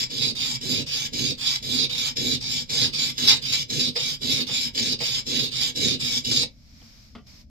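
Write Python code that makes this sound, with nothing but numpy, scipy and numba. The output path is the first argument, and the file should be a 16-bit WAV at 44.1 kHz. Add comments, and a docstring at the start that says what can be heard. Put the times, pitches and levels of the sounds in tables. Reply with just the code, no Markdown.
"""A steel plane iron is pulled and pushed over a coarse stone on a workbench, an arm's length from a phone.
Friction is a dense train of impacts: grit bites the edge and excites the resonant modes of blade and stone.
The strokes force the bench into vibration, and the stone shifts in its box. The iron is lifted off, leaving
a low rumble, a soft swishing hiss and small wooden knocks in the quiet timber shop."""
import sys
import numpy as np
from scipy import signal
from scipy.fft import rfft, irfft
from scipy.io import wavfile
from scipy.ndimage import uniform_filter1d, map_coordinates
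from numba import njit

SR = 44100
rng = np.random.default_rng(int(sys.argv[2]) if len(sys.argv) > 2 else 0)


def to_wav(s):
    """Save 16-bit WAV."""
    ch = np.atleast_2d(s).T  # columns
    pcm = np.round(np.clip(ch, -1, 1) * 32767)  # PCM
    wavfile.write(sys.argv[1], SR, pcm.astype(np.int16))


N = 330735


def undb(db):
    return 10 ** (np.asarray(db) / 20)


def level(x, db):
    return x * undb(db) / np.sqrt(np.mean(x ** 2))


def delayed(x, lag_s):
    return map_coordinates(x, [np.arange(N) - SR * lag_s], order=3)


def curves(table):
    """Linear interpolation of each column over the times in the first."""
    times, *columns = np.transpose(table)
    return [np.interp(np.arange(N) / SR, times, column) for column in columns]


def wander(rate_hz):
    """Smoothed sample-and-hold noise with a spread near 1."""
    hold = int(SR / rate_hz)
    steps = np.repeat(rng.standard_normal(N // hold + 1), hold)
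    return 0.92 * uniform_filter1d(uniform_filter1d(steps, hold), hold)[:N]


def coloured_noise(hz, db):
    """Spectral shaping of white noise through (Hz, dB) points."""
    bins_hz = np.maximum(np.fft.rfftfreq(N, 1 / SR), 1)
    gain = undb(np.interp(np.log(bins_hz), np.log(hz), db))
    return irfft(rfft(rng.standard_normal(N)) * gain, N)


def bursts(events, rise_s, sag_db_per_s=0):
    """Exponential decay: each (start, dB, T60, optional hold) rises, sags while held and dies away."""
    out, t = np.zeros(N), np.arange(SR // 2) / SR
    for start, db, t60, *hold in events:
        part = out[int(start * SR):][:len(t)]
        sag_db = sag_db_per_s * np.minimum(t, sum(hold))
        decay_db = -60 * np.maximum(t - sum(hold), 0) / t60
        part += (undb(db + sag_db + decay_db) * (1 - np.exp(-t / rise_s)))[:len(part)]
    return out


@njit
def resonator(x, hz, width, drift):
    """Resonance: two state-variable band-passes in series, their centre scaled by drift."""
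    y, band1, low1, band2, low2 = np.empty(len(x)), 0., 0., 0., 0.
    warp, damping = np.tan(np.pi * hz / SR), width / hz
    for i in range(len(x)):
        g = warp * drift[i]
        first = (band1 + g * (x[i] + 1e-18 - low1)) / (1 + g * (g + damping))
        band1, low1 = 2 * first - band1, low1 + 2 * g * first
        second = (band2 + g * (damping * first - low2)) / (1 + g * (g + damping))
        band2, low2 = 2 * second - band2, low2 + 2 * g * second
        y[i] = damping * second
    return y


def struck(events, modes):
    """Impact excitation: short rattling blows drive a set of modes."""
    blows = bursts(events, rise_s=0.00028) * rng.standard_normal(N)
    return sum(undb(db) * resonator(blows, float(hz), float(width), np.ones(N)) for hz, width, db in modes)


def rubbed(modes, force_at, wander_db, wander_hz, detune):
    """Modal superposition: grains kick each mode with random sign; the grip shifts balance and pitch."""
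    out, (place, pull) = np.zeros((2, N)), motion()
    grip = undb(wander_db * wander(wander_hz))
    kicks = np.sign(rng.standard_normal(N)) * grip
    drift = 1 + detune * wander(wander_hz)
    shifts = rng.integers(N, size=len(modes))
    for (hz, width, left_db, right_db, pull_db, far_db), shift in zip(modes, shifts):
        drive = force_at(hz) * np.roll(kicks, shift) * undb(pull_db * pull + far_db * place)
        ringing = resonator(drive, float(hz), float(width), np.roll(drift, shift))
        out += undb([[left_db], [right_db]]) * ringing
    return out


# Room tone spectrum. Each row: frequency in Hz, relative density in dB.
RUMBLE_SPECTRUM = [(15, -21.5), (25, -12.5), (54, -11.5), (97, -13), (176, -21.5), (236, -16.5),
                   (406, -48.5), (617, -38.5), (671, -39.5), (700, -46), (910, -67), (1540, -120)]

def rumble():
    """Partial coherence: low room tone, nearly alike left and right."""
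    mid, side = (coloured_noise(*np.transpose(RUMBLE_SPECTRUM)) for _ in range(2))
    stereo = mid + 0.32 * side * np.array([[1], [-1]])
    return level(undb(1.2 * wander(5.7)) * stereo, db=-51)


# Swells of hiss. Each row: start, full, fading and end times in seconds, top and end levels in relative dB.
SWISH_SWELLS = [(6.562, 6.846, 7.05, 7.235, -61.5, -77), (7.262, 7.27, 7.415, 7.46, -60, -82)]
# Hiss spectrum. Each row: frequency in Hz, relative density in dB, left minus right in dB.
SWISH_SPECTRUM = [(400, -10.5, 0), (1900, -10, 1.5), (2310, -3, -3), (2700, -10, 1.5), (3940, -4.5, -2),
                  (5300, 2.5, 1), (6410, -10.5, 7.5), (7300, -12.5, 4), (8000, -19, -4), (9730, -32, -0.5),
                  (11000, -21, -2), (13000, -15, 1), (15900, -31, 2)]

def swish():
    """Incoherent noise: a soft hiss, unrelated left and right, swells, breaks off and returns once."""
    points = []
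    for start, full, fading, end, top_db, end_db in SWISH_SWELLS:
        points += [(start, -72), (full, top_db), (fading, top_db - 2), (end, end_db)]
    swell_db, = curves(points)
    hz, density, pan = np.transpose(SWISH_SPECTRUM)
    hiss = np.array([coloured_noise(hz, density + side * pan / 2) for side in (1, -1)])
    return undb(swell_db) * level(hiss, db=8.9)


@njit
def walls(x, lags, gain, damping):
    """Feedback delay network: eight paths feed each other, duller on every round."""
    line, dulled, out = np.zeros((8, 4096)), np.zeros(8), np.zeros((2, x.shape[1]))
    for i in range(x.shape[1]):
        for k in range(8):
            dulled[k] += (1 - damping) * (gain[k] * line[k, (i - lags[k]) & 4095] - dulled[k])
            out[k % 2, i] += dulled[k]
        shared = dulled.sum() / 4
        for k in range(8):
            line[k, i & 4095] = x[k // 2 % 2, i] + dulled[k] - shared
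    return out


# Paths between the walls. Each entry: travel time in seconds.
WALL_PATHS_S = [.0047, .0063, .0081, .0104, .0131, .0167, .0209, .0258]

def shop_reverb(x, t60_s=0.16):
    """Reverberation: each path loses decibels in proportion to its length."""
    lags = (np.array(WALL_PATHS_S) * SR).astype(int)
    return undb(-7.5) * walls(x, lags, undb(-60 * lags / SR / t60_s), damping=0.4)


# Blows on wood. Each row: start in seconds, relative peak in dB, T60 in seconds.
WOOD_BLOWS = [(6.815, -47, 0.063), (7.15, -33, 0.09), (7.182, -45, 0.058)]
# Modes of the wood. Each row: frequency in Hz, bandwidth in Hz, gain in dB.
WOOD_MODES = [(224, 80, 10.5), (410, 120, -2), (660, 150, -1), (1160, 520, -5.5), (2000, 500, -10.5),
              (2920, 960, -9), (4700, 680, -15)]

def wood_knocks():
    """Damped vibration: wood rings briefly under small knocks after the iron is lifted."""
    return undb(12.5) * struck(WOOD_BLOWS, WOOD_MODES)


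# Jolts of the stone. Each row: start in seconds, relative peak in dB, T60 in seconds.
STONE_JOLTS = [(3.956, -33, .16), (4.489, -38, .14), (5.004, -32, .11), (6.43, -33, .044)]
# Modes of the boxed stone. Each row: frequency in Hz, bandwidth in Hz, gain in dB.
STONE_MODES = [(492, 110, 0), (650, 75, -6), (890, 140, -10), (1200, 550, -13.5), (2090, 1400, -13)]

def stone_jolts():
    """Transient response: the stone shifts in its box and rings."""
    return undb(22) * struck(STONE_JOLTS, STONE_MODES)


# Modes of bench top and stone box. Each row: frequency and bandwidth in Hz, then left gain,
# right gain, pull over push and far end over middle of the stone, all in dB.
BENCH_MODES = [(93, 61, -18, -10.5, -3.5, 0.0031), (136.7, 46.6, -15, 5.5, 4, 0.0012),
               (177, 21, -18, -25, -6, 0), (249, 53.3, -8.5, 3, -0.5, 0), (355, 91, -9.5, -20, -4, 0.0018),
               (432.7, 73, -17.5, -11, -4, 0.0047), (490, 105, -29, -9, 0.5, 0.0028),
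               (574, 54, -40.5, -19.5, 0, 0), (665, 60, -23, -36, -0.5, 0.0017)]

def bench_shake(shake_db):
    """Forced vibration: the drag of the edge shakes stone box and bench."""
    force = undb(shake_db + 2 * wander(60))
    left, right = rubbed(BENCH_MODES, lambda hz: force, wander_db=1.5, wander_hz=9, detune=0.0064)
    return undb(22.5) * np.array([delayed(left, lag_s=0.00031), right])


# Echo off the bench top, left then right. Each row: lag in seconds, its change per half stroke
# in seconds, reflection factor.
BENCH_ECHOES = [(.000385, .000058, -.4), (.00036, .00006, -.22)]

def bench_echo(x, lag_s, swing_s, reflection):
    """Comb filtering: the treble arrives twice, at a lag that follows the iron and wavers with the hand."""
    treble = x - uniform_filter1d(x, size=7)
    place, _ = motion()
    return x + reflection * delayed(treble, lag_s + swing_s * (place + 0.35 * wander(9)))


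CREEP_S, BRAKE_S = .012, .04  # sliding before the edge bites; time the hand takes to stop
# Pulls and pushes in turn. Each row: times of bite, crest and braking in seconds, then in relative dB
# the rasp at those three times, its fall while braking, bench shake, and dull grinding over rasp.
HAND_STROKES = [(-.14, -.02, 0.039, -36, -26, -30.5, -28, -40.5, 1.5),
                (.102, 0.252, 0.31, -38, -25.5, -33, -34, -33, -3),
                (0.347, .43, 0.56, -38.5, -26.5, -33, -40, -41.5, 0),
                (0.611, 0.727, .82, -38.5, -23.5, -31, -38, -31, -3.5),
                (.862, .958, 1.066, -41, -27, -33.5, -32, -42.5, 0),
                (1.132, 1.197, 1.314, -34.5, -28, -28, -26, -33, -2.5),
                (1.38, 1.47, 1.56, -39.5, -25.5, -31.5, -26, -45.5, 1.5),
                (1.625, 1.736, 1.847, -37.5, -26.5, -26.5, -32, -32, -2),
                (1.894, 2.059, 2.112, -34.5, -27, -38, -38, -43, 1),
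                (2.167, 2.269, 2.35, -31.5, -27, -25, -30, -32, -1.5),
                (2.409, 2.527, 2.62, -38, -28, -34.5, -32, -41, -0.5),
                (2.696, 2.834, 2.875, -32.5, -21, -30, -24, -32, 1),
                (2.932, 3.017, 3.1, -33.5, -26, -31, -24, -39.5, -1),
                (3.179, 3.275, 3.37, -30.5, -21.5, -32, -28, -32.5, 1),
                (3.423, 3.53, 3.626, -36, -27, -34, -45, -41.5, -1.5),
                (3.7, 3.804, 3.886, -30.5, -25.5, -29.5, -30, -31.5, -1),
                (3.959, 4.081, 4.145, -31, -29, -35, -30, -44, 1.5),
                (4.217, 4.312, 4.42, -33, -24.5, -27, -30, -31, -2),
                (4.467, 4.557, 4.68, -35.5, -26, -33, -40.5, -40, 0),
                (4.747, 4.798, 4.93, -33.5, -25, -29, -28, -31, -2),
                (5.006, 5.16, 5.195, -29, -28, -32, -30, -42, 2),
                (5.265, 5.352, 5.452, -33.5, -24.5, -27, -13, -32, -3),
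                (5.514, 5.638, 5.698, -35.5, -24, -34, -30, -39.5, 0.5),
                (5.756, 5.851, 5.94, -32.5, -23.5, -26.5, -28, -28.5, -4),
                (6.001, 6.05, 6.18, -32, -28, -28, -28.5, -39.5, 1),
                (6.247, 6.343, 6.43, -32.5, -23, -25, -33, -30.5, -2.5)]

def stroke_levels():
    """Sliding friction: rasp, shake and grinding in dB follow each stroke; slow sliding grinds duller."""
    rows = []
    for k, stroke in enumerate(HAND_STROKES):
        bite, crest, brake, bite_db, crest_db, brake_db, fall_db, shake_db, dull_db = stroke
        shake_slope = 0.54 if k % 2 else 0.16  # dB per dB of rasp: push, pull
        for s, db in [(bite - CREEP_S, bite_db - 19.5), (bite, bite_db),
                      (crest, crest_db), (brake, brake_db)]:
            shake = shake_db + shake_slope * (db - crest_db)
            dull = dull_db - 0.34 * (max(db, bite_db) - crest_db)
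            rows.append((s, db, shake, dull))
        rows.append((brake + BRAKE_S, brake_db + fall_db, shake_db - 16, dull_db))
    rows = np.array(rows)
    rows[:, 0] = np.maximum.accumulate(rows[:, 0])
    return curves(rows)


def motion():
    """Reciprocating motion: place on the stone (-1 near, 1 far) and direction (.5 pull, -.5 push)."""
    turns = [stroke[0] - CREEP_S for stroke in HAND_STROKES] + [HAND_STROKES[-1][2] + BRAKE_S]
    place = np.interp(np.arange(N) / SR, turns, (-1.) ** np.arange(len(turns)))
    return place, -np.sign(np.gradient(place)) / 2


# Coarse grains dragged by the edge. Each row: start in seconds, relative peak in dB, drag in seconds.
COARSE_GRAINS = [(.2157, -13, .003), (1.724, -22, .003), (1.823, -11, .003), (1.9779, -15, .003),
                 (2.4394, -23, .003), (3.017, -13.5, .003), (3.273, 1, .06), (3.453, -19, 0.0028),
                 (3.521, -9, .03), (3.7933, -13, .003), (4.401, -13.5, 0.0026), (4.5062, -18, .003),
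                 (4.775, -12, .015), (4.9876, -24, .003), (5.389, -12, .003), (5.8017, -16, .003),
                 (6.3111, -8, .003)]

def stick_slip(stall_depth=0.43, lead_s=0.0069, crest_factor_db=12, t60_s=.075):
    """Stick-slip: at each coarse grain or bite the edge slows (stall), then tears free (catch)."""
    grabs = [(bite, bite_db + (12 if k % 2 else 4), 0)  # pushes grab harder than pulls
             for k, (bite, _, _, bite_db, *_) in enumerate(HAND_STROKES[1:], start=1)]
    events = [(s, db - crest_factor_db, t60_s, drag_s) for s, db, drag_s in COARSE_GRAINS + grabs]
    marks = np.zeros(N)
    marks[[int(s * SR) for s, *_ in events]] = stall_depth
    slowing = signal.lfilter([1], [1, -np.exp(-1 / (lead_s * SR))], marks[::-1])[::-1]
    stall = 1 - np.minimum(slowing, 1)
    catch = bursts(events, rise_s=0.00033, sag_db_per_s=-150)  # a dragged grain crumbles
    return stall, catch


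# Modes of iron and stone. Each row: frequency and bandwidth in Hz, then left gain, right gain,
# pull over push and far end over middle of the stone, all in dB.
BLADE_MODES = [(902, 192, -22.5, -19.5, 2, 0.6), (1200, 1130, -27, -42, 1.5, 1),
               (1716, 390, -26.5, -26, -0.5, -3.5), (2066, 190, -17, -46.5, 0, -1),
               (2335, 360, -22, -14, 2.5, -2.7), (2311, 79, -14.5, -6.5, 6.5, 0.5),
               (2602, 300, -15.5, -13.5, 2, 8.5), (2936, 340, -10, -8, 1, -0.5),
               (3190, 130, -23.5, -7.5, 8.5, -1.5), (3520, 430, -13.5, -2, 2, -3.5),
               (3715, 72, -14, 1, -0.6, 7), (3936, 344, -13, -1.5, -3.5, -0.7),
               (4240, 520, -11.5, -14.5, -2.5, 4.5), (4550, 205, -17, -6, 1, 11.5),
               (4815, 367, -11.5, 2, 0.4, 2), (5250, 550, -1, -20, 2.9, -2.5),
               (5473, 180, -5.5, -21.5, 0.5, -8), (5930, 340, -23.5, -33, -8, 7.5),
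               (6390, 400, -22.5, -13, 2, -2.5), (6400, 430, -13, -16, -1, -5.5),
               (7160, 620, -9.5, -34, 1, -0.5), (7300, 490, -16.5, -21, 6, -2.5),
               (8230, 1130, -37, -21, -0.1, 2), (9130, 1240, -37, -27.0, 4, -5.5),
               (10330, 1500, -46.5, -27.5, -2, 2), (11640, 940, -30, -25.5, 4.5, -5),
               (12600, 1500, -22, -38.5, 1, -1.5), (13600, 1150, -32, -49, 2, -2),
               (14430, 1152, -28, -47, 5.5, -5), (15141, 1212, -28, -41, 1.5, -1)]

def blade_rasp(rasp_db, dull_db, grains_per_s=8000, spread_db=2.5):
    """Shot-noise excitation: dense grit of uneven size rings iron and stone; catches crunch duller."""
    size = np.minimum(rng.exponential(size=N), 4)
    grit = (rng.random(N) < grains_per_s / SR) * undb(spread_db * size)
    grit = level(grit * undb(1.37 * wander(120)), db=0)
    stall, catch = stick_slip()
    slide = undb(rasp_db) * stall
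    low = grit * np.hypot(undb(dull_db) * slide, undb(3) * catch)
    middle = grit * np.hypot(slide, catch)
    high = grit * np.hypot(slide, undb(-4) * catch)
    ringing = rubbed(BLADE_MODES, lambda hz: low if hz < 2200 else high if hz > 5700 else middle,
                     wander_db=3, wander_hz=22, detune=0.016)
    left, right = (bench_echo(x, *echo) for x, echo in zip(ringing, BENCH_ECHOES))
    place, _ = motion()
    left = delayed(left, lag_s=0.0005196 + .0001 * place)  # the path lengthens towards the far end
    return undb(16.5) * np.array([left, right])


def scene():
    """Superposition of the sharpening, the knocks, their reverberation and the background."""
    rasp_db, shake_db, dull_db = stroke_levels()
    lift_db = -60 * (np.arange(N) > (HAND_STROKES[-1][2] + BRAKE_S) * SR)
    shake = bench_shake(shake_db + lift_db)
    airborne = blade_rasp(rasp_db + lift_db, dull_db) + stone_jolts() + wood_knocks()
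    # the shake reaches the phone mostly through the wood, so the walls get little of it
    reverb = shop_reverb(airborne + undb(-6.5) * shake)
    return airborne + shake + reverb + swish() + rumble()


def record(dry):
    """Band limiting: the phone clips and cuts the top treble, from a lower frequency on the right."""
    left, right = dry
    right_lowpass = signal.ellip(5, .5, 14, 13160, fs=SR, output="sos")
    lowpass = signal.ellip(14, .2, 90, 15735, fs=SR, output="sos")
    clipped = np.clip([left, signal.sosfilt(right_lowpass, right)], -1, 1)
    return signal.sosfilt(lowpass, clipped)


dry = scene()
out = record(dry)
to_wav(out)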